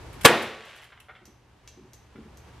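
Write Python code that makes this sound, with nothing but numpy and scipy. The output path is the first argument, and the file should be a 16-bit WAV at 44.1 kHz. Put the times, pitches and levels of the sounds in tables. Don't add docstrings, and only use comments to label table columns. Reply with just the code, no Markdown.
import sys
import numpy as np
from scipy import signal
from scipy.fft import rfft, irfft
from scipy.io import wavfile

SR = 44100
rng = np.random.default_rng(int(sys.argv[2]) if len(sys.argv) > 2 else 0)


def unload_wav(signal):
    wavfile.write(
        sys.argv[1],
        SR,
        np.round(np.clip(np.atleast_2d(signal).T, -1, 1) * 32767).astype(np.int16),
    )


N = 114660
T = np.arange(N) / SR
BIN_HZ = np.maximum(np.arange(N // 2 + 1) * SR / N, 1)

# freq_hz, side_to_mid_db
AIR_WIDTH = [(30, -6.5), (70, -24), (130, -21.5), (400, -5.5), (1000, -10), (2000, -4.5), (4000, -3),
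             (12000, -0.5)]


def snap():
    # freq_hz, density_db
    break_colour = [(50, -40), (160, -17), (450, -3.5), (900, -2.5), (1750, 3), (2400, -5.5), (3300, -3),
                    (5500, -21.5), (8200, -12), (12000, -22), (15500, -32)]
    # freq_hz, gain_db, t60_s
    panel_modes = [(226.4, -7.5, 0.64), (345.5, -3, .55), (445, -5.5, 0.6), (474.6, -7, 0.48),
                   (549, -9, 0.68), (631, -1, 0.14), (861, -4, 0.46), (1134, -12.5, 0.94),
                   (1718, -1.5, 0.14), (1868, -3, .42), (2500, -5.5, 0.58)]
    # freq_hz, density_db
    tail_colour = [(50, -32), (115, -14), (165, -14), (260, -11), (400, -2.5), (700, -8), (1150, -11),
                   (1800, -10), (3500, -17.5), (5500, -28.5), (8500, -35), (13000, -39), (15000, -52)]
    tear_s, break_s, attack_s = .2453, .2484, .0053
    tear_noise = noise([(100, 1.5), (700, -2.5), (3000, -7.5), (14000, -16)])
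    tear = from_db(-20) * rise(tear_s, .0005) * decay(T - tear_s, t60_s=.05) * tear_noise
    onset = rise(break_s, attack_s)
    burst = from_db(13) * onset ** 2 * decay(T - break_s, t60_s=.12) * noise(break_colour)
    panel = onset * ring(blows([(break_s, -4)]), panel_modes)
    return tear + burst + panel + from_db(4) * garage_tail(tail_colour, break_s)


def crackles():
    # start_s, level_db, length_s
    runs = [(.129, -33, 0.018), (.211, -23.5, .012), (.2345, -24, 0.0075), (.42, -5, .015),
            (.652, -23.5, .012), (.693, -28, .02), (.756, -20.5, .025), (.82, -26.5, 0.012),
            (.833, -22, .025), (1.001, -21, 0.011)]
    # freq_hz, gain_db, t60_s
    modes = [(1700, -8, 0.0041), (2970, -3.5, .0035), (5000, -5.5, .0012), (7500, -5, 0.0011),
             (10100, -3.5, 0.0015), (13000, -4.5, .0008)]
    return ring(slips(runs), modes)


def rubbing():
    # time_s, level_db
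    envelope = [(.27, -72), (.33, -19.5), (.6, -33), (.7, -31.5), (.735, -35), (.78, -33.5), (.81, -39.5),
                (.83, -34.5), (.88, -43.5), (1.05, -60)]
    # freq_hz, density_db
    colour = [(200, -26), (550, -1), (1000, -5), (1600, 0), (3000, -2.5), (4800, -15.5), (8000, -22.5),
              (15000, -41)]
    grain_db = 2.5 * wander(per_s=560)
    return from_db(np.interp(T, *np.transpose(envelope)) + grain_db) * noise(colour)


def clatters():
    # start_s, level_db, length_s, tilt_db_per_octave
    runs = [(0.92, -19, .012, 4.5), (0.975, -28, .004, 7.5), (1.084, -15, .03, -0.5),
            (1.152, -26.5, .015, 10), (2.156, -33.5, .008, 4.5)]
    # freq_hz, gain_db, t60_s
    modes = [(617, -7, 0.012), (1020, -6, 0.0058), (1376, -3, 0.012), (2100, -4, 0.0065),
             (2600, -9, 0.0053), (3260, -9.5, 0.0038)]
    contact_cutoff_hz = 4500
    rattle = sum(ring(slips([(start_s, db, length_s)]), tilted(modes, tilt, pivot_hz=1430))
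                 for start_s, db, length_s, tilt in runs)
    return signal.sosfilt(signal.butter(2, contact_cutoff_hz, fs=SR, output="sos"), rattle)


def metal_ticks():
    # start_s, level_db, tilt_db_per_octave, pitch_ratio
    taps = [(1.2548, -26, 3, 0.963), (1.6757, -23, -2.5, 0.99), (1.9332, -28, 3.5, 1.01),
            (2.372, -34.5, 6, 1.01)]
    # freq_hz, gain_db, t60_s
    modes = [(2640, -4.5, 0.0019), (4460, -2.5, 0.0014), (6230, -3, 0.0043), (9000, -4.5, 0.00059),
             (12550, -10, .0025)]
    echo_s, echo_db = .0018, 1
    out = np.zeros(N)
    for start_s, db, tilt, ratio in taps:
        clicks = blows([(start_s, db), (start_s + echo_s, db + echo_db)])
        tuned = [(hz * ratio, gain_db, t60_s) for hz, gain_db, t60_s in modes]
        out += ring(clicks, tilted(tuned, tilt, pivot_hz=6000))
    return out


def footsteps():
    # start_s, level_db, length_s
    runs = [(1.215, -37, 0.0196), (1.275, -33, 0.023), (1.772, -31, .03), (1.805, -34, .05),
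            (2.15, -32, 0.0201), (2.178, -26.5, .025), (2.25, -32.5, .03)]
    # freq_hz, gain_db, t60_s
    modes = [(150, -6, .035), (226, 1, 0.041), (366.6, -1.5, 0.046), (810, -12, 0.0035)]
    return ring(slips(runs), modes)


def swish():
    # freq_hz, density_db
    colour = [(300, -19), (800, -12), (1020, 1), (1250, -12), (1900, -12), (3500, -46), (12000, -50)]
    peak_s, sigma_s = 1, .09
    return from_db(-51.5) * np.exp(-.5 * ((T - peak_s) / sigma_s) ** 2) * noise(colour, AIR_WIDTH)


def garage_tail(colour, start_s):
    # freq_hz, t60_s
    band_decay = [(100, 0.67), (300, 0.51), (700, 0.58), (2000, .55), (4000, 0.61), (7000, .48),
                  (13000, 0.46)]
    centres_hz, t60s_s = np.transpose(band_decay)
    spectrum = rfft(noise(colour))
    tail = np.zeros((2, N))
    for share, t60_s in zip(np.eye(len(centres_hz)), t60s_s):
        band = irfft(spectrum * np.interp(np.log(BIN_HZ), np.log(centres_hz), share), N)
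        tail += band * decay(T - start_s, t60_s)
    return rise(start_s, attack_s=.0057) * tail


def garage_response():
    early_boost = 1 + from_db(3) * decay(T, t60_s=.11)
    response = early_boost * garage_tail([(100, -2), (6000, .5), (14000, -5)], start_s=0)
    return response / np.sqrt(np.sum(response ** 2) / 2)


def background():
    # freq_hz, density_db
    colour = [(20, 0.5), (45, -0.5), (72, 4.5), (100, -4.5), (130, -4.5), (200, -12), (400, -12.5),
              (640, -18), (950, -15.5), (1400, -21.5), (2500, -27), (6000, -35), (12000, -44.5),
              (15000, -54.5)]
    # time_s, level_db
    envelope = [(0, -40), (.25, -42), (.9, -44), (1.5, -44), (2.1, -44.5), (2.6, -40.5)]
    flicker_db = .8 * wander(per_s=31)
    air = from_db(np.interp(T, *np.transpose(envelope)) + flicker_db) * noise(colour, AIR_WIDTH)
    hum_hz = 119.5 + wander(per_s=16)
    hum = np.sqrt(2) * np.sin(2 * np.pi * np.cumsum(hum_hz) / SR)
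    return air + from_db(-53.5) * hum


def from_db(db):
    return 10 ** (np.asarray(db) / 20)


def bin_gains(points):
    hz, db = np.transpose(points)
    return from_db(np.interp(np.log(BIN_HZ), np.log(hz), db))


def decay(age_s, t60_s):
    return np.exp(-np.log(1000) * np.maximum(age_s, 0) / t60_s)


def rise(start_s, attack_s):
    return np.clip((T - start_s) / attack_s, 0, 1)


def wander(per_s):
    return np.interp(T * per_s, np.arange(N), rng.standard_normal(N))


def noise(colour, width=None):
    # freq_hz, side_to_mid_db
    default_width = [(60, -26), (400, -24.5), (1100, -29.5), (2000, -23), (3800, -11), (6500, -4.5),
                     (12000, -1.5)]
    mid, side = rfft(rng.standard_normal((2, N)))
    side = side * bin_gains(default_width if width is None else width)
    stereo = irfft(np.array([mid + side, mid - side]) * bin_gains(colour), N)
    return stereo / np.sqrt(np.mean(stereo ** 2) + 1e-20)


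def ring(clicks, modes):
    out = np.zeros(N)
    for k, (hz, db, t60_s) in enumerate(modes):
        radius, angle = decay(1 / SR, t60_s), 2 * np.pi * hz / SR
        feedback = [1, -2 * radius * np.cos(angle), radius ** 2]
        out += (-1) ** k * from_db(db) * signal.lfilter([0, np.sin(angle)], feedback, clicks + 1e-18)
    return out


def tilted(modes, db_per_octave, pivot_hz):
    return [(hz, db + db_per_octave * np.log2(hz / pivot_hz), t60_s) for hz, db, t60_s in modes]


def blows(rows):
    out = np.zeros(N)
    for start_s, db in rows:
        out[int(start_s * SR)] += from_db(db)
    return out


def slips(runs, fade_db=8, count=40):
    out = np.zeros(N)
    for start_s, db, length_s in runs:
        progress = (np.arange(count) + rng.random(count)) / count
        sizes = rng.standard_normal(count) * from_db(-fade_db * progress)
        samples = ((start_s + length_s * progress) * SR).astype(int)
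        np.add.at(out, samples, from_db(db) * sizes / np.linalg.norm(sizes))
    return out


def scene():
    snap_and_handling = snap() + rubbing() + swish()
    garage = garage_response()
    crackle, clatter, ticks, steps = crackles(), clatters(), metal_ticks(), footsteps()
    crackle_side = from_db(-2.5) * crackles()
    tick_lag_s = .00002
    left = crackle + crackle_side + ticks
    right = crackle - crackle_side + np.interp(T - tick_lag_s, T, ticks)
    direct = np.array([left, right]) + clatter + steps
    send = from_db(-2) * crackle + from_db(-1) * clatter + ticks + from_db(-1.5) * steps
    reverb = signal.fftconvolve(send[None], garage, axes=1)[:, :N]
    return snap_and_handling + direct + reverb + background()


def record(dry):
    threshold_db, max_cut_db, recovery_db_per_s = -7, 17.5, 5
    reaction_s, attack_s = .0098, .004
    ceiling, low_cut_hz, high_cut_hz = .67, 60, 15400
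    level_db = 20 * np.log10(np.abs(dry).max(axis=0) + 1e-9)
    excess_db = np.clip(level_db - threshold_db, 0, max_cut_db)
    recovery_db = recovery_db_per_s * T
    held_db = np.maximum.accumulate(excess_db + recovery_db) - recovery_db
    pole = np.exp(-1 / (attack_s * SR))
    cut_db = signal.lfilter([1 - pole], [1, -pole], np.interp(T - reaction_s, T, held_db))
    clipped = ceiling * np.tanh(dry * from_db(-cut_db) / ceiling)
    thinned = signal.sosfilt(signal.butter(2, low_cut_hz, "high", fs=SR, output="sos"), clipped)
    return signal.sosfilt(signal.ellip(12, .1, 80, high_cut_hz, fs=SR, output="sos"), thinned)


dry = scene()
out = record(dry)
unload_wav(out)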